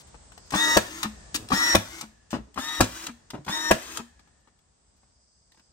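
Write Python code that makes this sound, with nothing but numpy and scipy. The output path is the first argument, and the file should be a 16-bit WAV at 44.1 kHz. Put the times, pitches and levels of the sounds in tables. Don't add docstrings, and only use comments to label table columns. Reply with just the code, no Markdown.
import sys
import numpy as np
from scipy import signal
from scipy.fft import rfft, irfft, next_fast_len
from scipy.io import wavfile
from scipy.ndimage import uniform_filter1d, map_coordinates

SR = 44100
rng = np.random.default_rng(int(sys.argv[2]) if len(sys.argv) > 2 else 0)


def nominal_scale(level):
    x = np.asarray(level, float) / 20
    return 10 ** x


def to_wav(s):
    ch = np.atleast_2d(s).T
    pcm = np.round(np.clip(ch, -1, 1) * 32767)
    wavfile.write(sys.argv[1], SR, pcm.astype(np.int16))


N = 252470

# start_s, peak_db, steel_ring_db, tailgate_boom_db, rattle_db
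SHOTS = [
    (0.767, -8, -34, -25.5, -24),
    (1.7477, -8.5, -42, -17.5, -15.5),
    (2.804, -7.5, -45.5, -16.5, -9.5),
    (3.7089, -8, -42, -24.5, -16.5),
]
START_S, STOP_S = -.2283, .263


def level(x, db):
    return x * nominal_scale(db) / np.sqrt(np.mean(x ** 2))


def colour(x, points):
    n = next_fast_len(x.shape[-1] + SR // 10)
    hz, db = np.transpose(points)
    gain = nominal_scale(np.interp(np.log(np.fft.rfftfreq(n, 1 / SR) + 1), np.log(hz), db))
    return irfft(rfft(x, n) * gain, n)[..., :x.shape[-1]]


def band(x, hz, width_hz):
    return signal.lfilter(*signal.iirpeak(min(hz, SR / 2.2), hz / width_hz, fs=SR), x)


def walk(rate_hz, size=N):
    hold = int(SR / rate_hz)
    steps = np.repeat(rng.standard_normal(size // hold + 1), hold)
    return 1.25 * uniform_filter1d(steps, hold)[:size]


def ring(push, modes):
    out = 0
    for hz, db, t60_s in modes:
        pole = np.exp(2j * np.pi * hz / SR - np.log(1000) / (t60_s * SR))
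        out = out + nominal_scale(db) * signal.lfilter([1], [1, -pole], push).imag
    return out


def burst(spread_s, t60_s, size=SR // 4):
    t = np.arange(size) / SR
    decay = nominal_scale(-60 * np.maximum(t - spread_s, 0) / t60_s)
    return rng.standard_normal(size) * np.minimum(t * 3000, 1) * decay


def add(out, start_s, x, peak_db):
    i = int(start_s * SR)
    out[i:i + len(x)] += (x * nominal_scale(peak_db) / np.abs(x).max())[:N - i]


def yard():
    # start_s, level_db
    gain = [(0, 12), (1.35, 13), (1.9, 5.5), (2.2, -1.5), (4.15, 0), (5.72, 4)]
    # start_s, level_db
    breeze = [(0, -1), (.45, -0.5), (1.3, 3), (1.9, 6.5), (2.501, 4.5), (3.2, 7), (4.15, 4), (4.501, -2),
              (4.85, -3), (5.05, -2.5), (5.3, -7), (5.6, -5.5)]
    # start_s, level_db
    chorus = [(0, -35), (.45, 2), (1.33, -8), (2.199, -4), (4.598, -12), (4.78, -9), (5.3, 1.5), (5.72, -2)]
    # freq_hz, level_db
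    air_spectrum = [(76, -19.5), (130, -5.5), (230, -11), (700, -10), (1700, -17.5), (2500, -22),
                    (4500, -19.5), (7000, -17), (9000, -23), (10500, -39.5), (12000, -67.5)]
    t = np.arange(N) / SR
    gain_db, breeze_db, chorus_db = (np.interp(t, *np.transpose(c)) for c in (gain, breeze, chorus))
    noise = rng.standard_normal((4, 2, N))
    high = colour(noise[0], [(6500, -42.5), (7500, -9.5), (8050, -2.5), (8500, -11.5), (9500, -49.5)])
    low = colour(noise[1], [(3500, -46.5), (4750, -6.5), (5050, -2), (5400, -14), (6500, -9),
                            (7500, -34.5), (9000, -51.5)])
    shared = noise[2, 0] + .22 * noise[2, ::-1] * [[1], [-1]]
    rumble = colour(shared, [(20, -24), (35, -7), (60, 2), (100, -11.5), (200, -14.5),
                             (400, -31.5), (2000, -67.5)])
    air = colour(noise[3], air_spectrum)
    mix = level(high, -76.5) * nominal_scale(walk(20.0))
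    mix += level(low, -75) * nominal_scale(chorus_db + .8 * walk(25))
    mix += level(rumble, -68.5) * nominal_scale(breeze_db + 0.6 * walk(7.4))
    mix += level(air, -70.5) * nominal_scale(0.97 * breeze_db + .5 * walk(4.7))
    return nominal_scale(gain_db) * mix


def echoes(x, count=23):
    t = np.arange(SR // 3) / SR
    out, hop = np.zeros((2, N + SR)), N // count + 1
    fade = np.hanning(2 * hop)
    near = nominal_scale(-22.0 - 60 * t / 0.039) * (t > .0007)
    far = nominal_scale(-40.5 - 60 * t / 0.32) * (t > .01)
    for k in range(count):
        paths = colour((near + far) * rng.standard_normal((2, len(t))),
                       [(40, -28.5), (110, -22.0), (400, 0), (4000, 3.5), (16000, 0.5)])
        piece = x[k * hop:(k + 2) * hop]
        wet = signal.fftconvolve((piece * fade[:len(piece)])[None], paths, axes=1)
        out[:, k * hop:k * hop + wet.shape[1]] += wet
    return out[:, :N]


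def thud(out, start_s, peak_db, hz, t60_s, push_s):
    modes = [(hz, 0, t60_s), (.86 * hz, -9, .25 * t60_s), (1.3 * hz, -12, .4 * t60_s)]
    shove = burst(push_s, 0.0067)
    add(shove, 0, np.hanning(40), 8)
    add(out, start_s, ring(shove, modes), peak_db)


def clack(out, start_s, peak_db, hz, t60_s, push_s):
    shove = burst(push_s, 0.0083, size=SR // 8)
    shove[1] = 29.0
    modes = [(hz, 0, t60_s), (.76 * hz, -5, t60_s), (1.35 * hz, -5, .6 * t60_s), (2.1 * hz, -7, .4 * t60_s)]
    add(out, start_s, ring(shove, modes), peak_db)


def tick(out, start_s, peak_db, hz, t60_s, spread_s):
    add(out, start_s, band(burst(spread_s, t60_s, size=SR // 8), hz, 2 * hz), peak_db)


def rattle(out, start_s, peak_db, spread_s, t60_s, treble_db):
    jolts = nominal_scale(2.0 * walk(70, SR // 4))
    body = colour(jolts * burst(spread_s, t60_s), [(40, -12.0), (90, 6.5), (250, 17.5), (550, 3.5),
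                                                   (1200, -4.5), (3000, -21.5), (16000, -52.0)])
    add(out, start_s, body, peak_db)
    treble = colour(jolts * burst(spread_s, .9 * t60_s),
                    [(300, -18.5), (900, 13.5), (3000, 2.0), (9000, -10), (16000, -20)])
    add(out, start_s, treble, peak_db + treble_db)


def handling_knocks(out):
    # start_s, peak_db, pitch_hz, t60_s
    thuds = [
        (1.349, -30.5, 314.5, 0.18),
        (2.33, -27.5, 323, 0.08),
        (2.386, -34.5, 216, 0.173),
        (3.336, -37.5, 304, 0.29),
        (3.388, -39.5, 142, 0.13),
    ]
    # start_s, peak_db, pitch_hz
    sways = [
        (1.38, -41, 57.7),
        (2.37, -40.5, 61.1),
        (2.88, -47, 60.6),
        (3.849, -51, 60),
    ]
    # start_s, peak_db, spread_s, t60_s, treble_db
    rattles = [
        (1.365, -41, 0.078, .2, -18.5),
        (2.331, -23.5, 0.021, 0.16, -9.5),
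        (2.47, -51.5, .053, .1, -25.5),
        (3.334, -28.5, 0.011, .2, -17.5),
    ]
    # start_s, peak_db, pitch_hz, tick_db
    clacks = [(0.144, -38.5, 865, -68), (0.32, -42, 1400, -44.5), (.377, -41.5, 800, -39.5),
              (1.3448, -33, 1210, -20.5), (2.33, -21.5, 822, -56), (3.3031, -42, 1320, -30),
              (3.342, -32, 760, -58), (4.194, -49.5, 1725, -52), (4.2737, -54.5, 1273, -60),
              (4.4742, -51.5, 1253, -70), (4.589, -71, 1684, -59), (5.033, -55, 776, -75),
              (5.519, -62, 917, -52.5), (5.545, -58.5, 894, -59), (5.574, -52, 1627, -59),
              (5.595, -52.5, 1537, -53)]
    # start_s, peak_db
    ticks = [(0.0, -42.5), (0.0695, -53), (0.459, -56), (1.3436, -18.5), (2.3051, -34.5), (4.3994, -72),
             (4.9644, -69)]
    for row in thuds:
        thud(out, *row, .011)
    for s, db, hz in sways:
        push = burst(0.046, .04, size=SR // 2)
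        add(out, s, ring(push, [(hz, 0, .3), (1.9 * hz, -4, .2)]), db)
    for row in rattles:
        rattle(out, *row)
    for s, db, hz, tick_db in clacks:
        clack(out, s, db, hz, .013, .007)
        rattle(out, s, db - 10, .01, .05, -1)
        tick(out, s, tick_db, 2900, 0.019, 0.0033)
    for s, db in ticks:
        tick(out, s, db, 4700, 0.04, 0.018)


def cycle_knocks(out):
    # trigger_tick_db, start_clack_db, start_thud_db, stop_clack_db, stop_thud_db
    knock_levels = [(-31, -16, -23.5, -23, -26), (-34.5, -15, -21.5, -34, -40.5),
                    (-43.5, -22, -32.5, -30.5, -38.5), (-42, -23, -30.5, -30.5, -34.5)]
    # start_thud_hz, slack_thud_hz, stop_thud_hz
    board_pitches = [(310, 201, 214), (276, 198, 217.6), (267.5, 238.5, 234.4), (253, 200, 235.6)]
    trigger_s, slack_s, rebound_s, settle_s = -.2615, -.214, 0.058, .286
    coast_s = .034
    for (s, blow_db, *_), knock_db, hz in zip(SHOTS, knock_levels, board_pitches):
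        trigger_db, start_db, push_db, stop_db, settle_db = knock_db
        tick(out, s + trigger_s, trigger_db + 2.5, 4500, 0.017, .003)
        tick(out, s + trigger_s + .015, trigger_db - 1, 4500, 0.043, .01)
        rattle(out, s + START_S - .017, push_db - 6.5, .015, 0.028, -0.5)
        clack(out, s + START_S, start_db + 1, 1140, .035, .006)
        rattle(out, s + START_S, start_db - 15.5, .022, 0.034, 9)
        clack(out, s + slack_s, start_db - 5, 850, .025, .007)
        thud(out, s + START_S, push_db - 1, hz[0], 0.17, .01)
        thud(out, s + slack_s, push_db + 3, hz[1], .1, .006)
        rattle(out, s + rebound_s, blow_db - 31, 0.0027, 0.019, -1)
        tick(out, s + STOP_S, stop_db + 8, 4550, .02, .003)
        clack(out, s + STOP_S + .001, stop_db - 2, 1290, .03, .011)
        rattle(out, s + STOP_S + .006, stop_db - 10, coast_s - .01, .08, 4)
        clack(out, s + settle_s - .004, stop_db - 5, 1250, .025, .006)
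        thud(out, s + settle_s + .003, settle_db + 1, hz[2], .22, .005)


def wind_up(shot_s, speed_hz, gears_db, rotor_db, hiss_db):
    load_db_per_s = 16.5, -11.5, -26, 31.5, 30
    spin_up_s, mesh_db, mesh_s, mesh_wait_s = .032, -17.5, .012, 0.013
    t = np.linspace(START_S + .004, -.007, 60)
    since = t - t[0]
    full_hz, shortfall_hz = speed_hz
    hz = full_hz - shortfall_hz * np.exp(-since / spin_up_s)
    mesh = mesh_db * np.exp(-np.maximum(since - mesh_wait_s, 0) / mesh_s)
    tones = [db + slope * (t - t.mean()) + mesh for db, slope in zip(gears_db, load_db_per_s)]
    return np.transpose([shot_s + t, hz, *tones, rotor_db + mesh / 2, hiss_db + 0 * t])


def run_back(shot_s, hiss_db, gears_db):
    return_s, start_hz, climb_hz_per_s, free_hz, ease_hz = .033, 118, 350, 165.3, 5
    t = np.linspace(return_s, STOP_S, 60)
    hz = free_hz - ease_hz * np.logaddexp(0, (free_hz - start_hz - climb_hz_per_s * (t - t[0])) / ease_hz)
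    left = (STOP_S - t) / (STOP_S - return_s)
    shy_db = .35 * (free_hz - hz)
    tones = [db - rise_db * left - shy_db for db, rise_db in zip(gears_db, (3, 2, 14))]
    return np.transpose([shot_s + t, hz, *tones, hiss_db - 3 * left])


def stroke(out, table, orders):
    # rotor_speed_multiple, level_db
    rotor = [(1, -6), (2, -15.5), (3, -2), (4, -4), (5, -10), (22.55, -3.5)]
    # carrier_speed_multiple, over_hiss_db
    sidebands = [(8, -23), (10, -11.5), (12, -10.5), (28, -12.5), (41, -17.5)]
    # freq_hz, level_db
    hiss_spectrum = [(120, -10.5), (300, 9), (500, -4), (1100, 4), (1900, 3.5), (2500, 0.5), (3400, 2),
                     (4400, -1), (6500, 2), (16000, -5.5)]
    gear_ratio = .45
    s, *columns = np.transpose(table)
    i = int(s[0] * SR) + np.arange(SR // 3)
    size = len(i)
    hz, *tone_db, hiss_db = (np.interp(i / SR, s, c) for c in columns)
    turn = 2 * np.pi * np.cumsum(uniform_filter1d(hz, size=600)) / SR

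    def tone(order, db):
        ragged = nominal_scale(db + 1.6 * walk(70, size) + 1.5 * walk(25, size))
        phase = order * turn + 7 * rng.random() + .35 * walk(50, size)
        return np.sqrt(2) * ragged * np.sin(phase)

    x = sum(tone(k, db - 2.0) for k, db in zip(orders, tone_db))
    if len(tone_db) > len(orders):
        x += sum(tone(k / gear_ratio, tone_db[-1] + db) for k, db in rotor)
        x += sum(tone(k, hiss_db + 6 + db) for k, db in sidebands)
    grit = rng.standard_normal(size) * nominal_scale(1.5 * walk(1500, size))
    throb = nominal_scale(.7 * walk(90, size)) * (1 + .2 * np.sin(turn / gear_ratio))
    x += nominal_scale(hiss_db) * level(colour(grit, hiss_spectrum), 8.36) * throb
    edges_s = np.minimum(i / SR - s[0], s[-1] + .004 - i / SR)
    out[i] += x * np.clip(edges_s / .003, 0, 1)


def motor_runs(out):
    wind_orders = 13, 14, 27, 40, 48
    back_orders = 2, 13, 40
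    # full_hz, start_shortfall_hz
    speeds = [(138.4, 18.4), (139.9, 16), (140.5, 22), (140.4, 20)]
    # order13_db, order14_db, order27_db, order40_db, order48_db
    wind_gears = [(-36, -31.5, -27, -39.5, -42.5), (-30, -31, -39, -31, -58.5),
                  (-41, -47.5, -42, -48, -67.5), (-40, -48, -37.5, -39.5, -60.5)]
    # rotor_db, wind_up_hiss_db, return_hiss_db
    motor_levels = [(-38.5, -41, -53), (-43, -41, -55), (-50, -50, -52), (-45, -49, -52)]
    # order2_db, order13_db, order40_db
    back_gears = [(-52, -55, -47), (-53, -54, -60), (-53, -60, -59), (-57, -64, -52)]
    for (s, *_), speed_hz, wind_db, motor_db, back_db in zip(SHOTS, speeds, wind_gears, motor_levels, back_gears):
        rotor_db, wind_hiss_db, back_hiss_db = motor_db
        stroke(out, wind_up(s, speed_hz, wind_db, rotor_db, wind_hiss_db), wind_orders)
        stroke(out, run_back(s, back_hiss_db, back_db), back_orders)


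def driver_blows(out):
    # delay_s, level_db
    blows = [(0, -9), (.0026, 3), (.006, 2), (.008, -2), (.017, -10.5), (0.023, -20)]
    # pitch_hz, level_db, t60_s
    board = [(163, -23, 0.02), (216, -4, 0.13), (323, -3.5, 0.058), (417, 9, 0.0077), (675, 3.5, 0.027),
             (736.3, 4, 0.03), (1037, 9, 0.012), (1334, 5, 0.033), (1690, 8, 0.02), (2463, 0.5, 0.029),
             (3070, -12, 0.0067)]
    # pitch_hz, width_hz, level_db
    steel = [(1730, 70, 0), (1795, 70, -3), (2550, 120, -12)]
    # pitch_hz, level_db, t60_s
    bed = [(55.3, -5.5, 0.083), (101.5, 6.5, .2), (177.3, 0, 0.27), (250.1, -2.5, 0.49)]
    crack_db = 2
    for s, db, steel_db, boom_db, rattle_db in SHOTS:
        release = ring(burst(0.0048, 0.0048), [(900, -10.5, .015), (650, -0.5, 0.021)])
        add(out, s - .005, release, db - 13.5)
        push = 0.015 * burst(0.0072, .008)
        for delay_s, blow_db in blows:
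            add(push, delay_s, np.hanning(14), blow_db + 7)
        add(out, s, ring(push, board), db + 6.0)
        add(out, s + .0015, band(burst(.003, .005), 5000., 13000.), db + crack_db - 5)
        add(out, s + .005, band(burst(.0025, .005), 4000., 12000.), db + crack_db)
        shake = burst(.01, 1.8, size=SR)
        steel_ring = sum(nominal_scale(g) * band(shake, hz, width_hz) for hz, width_hz, g in steel)
        add(out, s + 0.0052, steel_ring, db + steel_db)
        add(out, s + 0.0009, ring(burst(0.011, 0.088), bed), db + boom_db)
        loose = colour(burst(0.033, 0.05), [(200, 20.0), (900, -6.5), (2000, -3.5), (7000, -5), (16000, -23)])
        add(out, s + 0.0053, loose, db + rattle_db)


def at_ports(tool):
    # start_s, right_late_ms, left_minus_right_db
    place = [(0, 0.19, 1.0), (2.1, 0.18, 2.5), (2.6, 0.086, 0.8), (3.099, 0.066, 1.5), (3.6, 0.0914, 1.5),
             (4.2, 0.07, 2.5), (5.7, 0.098, -2)]
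    # freq_hz, left_minus_right_db
    ports = [(60, -4.4), (250, 1.6), (500, -1), (1000, 13.5), (2000, 3.5), (4500, 7), (8000, 5),
             (12000, -5)]
    s, late_ms, pan_db = np.transpose(place)
    i = np.arange(N)
    late = map_coordinates(tool, [i - np.interp(i / SR, s, late_ms) * SR / 1000], order=3)
    pan_db = np.interp(i / SR, s, pan_db)
    left = colour(tool, [(hz, db / 2) for hz, db in ports]) * nominal_scale(pan_db / 2)
    right = colour(late, [(hz, -db / 2) for hz, db in ports]) * nominal_scale(-pan_db / 2)
    return np.array([left, right])


def scene():
    tool = np.zeros(N)
    motor_runs(tool)
    driver_blows(tool)
    cycle_knocks(tool)
    handling_knocks(tool)
    return at_ports(tool) + echoes(tool) + yard()


def band_limit(x):
    return signal.sosfilt(signal.butter(12, 16970, fs=SR, output="sos"), x)


def record(dry):
    # freq_hz, level_db
    overall_colour = [(25, -10), (60, 0), (9400, 0), (10000, -13), (10700, -17), (11400, -4), (13100, -3),
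                      (13700, -28), (14300, -28), (14800, -2), (15700, -5), (16300, -28), (16900, -80)]
    overloaded = np.tanh(1.082 * dry) / 0.91
    return band_limit(colour(overloaded, overall_colour))


dry = scene()
out = record(dry)
to_wav(out)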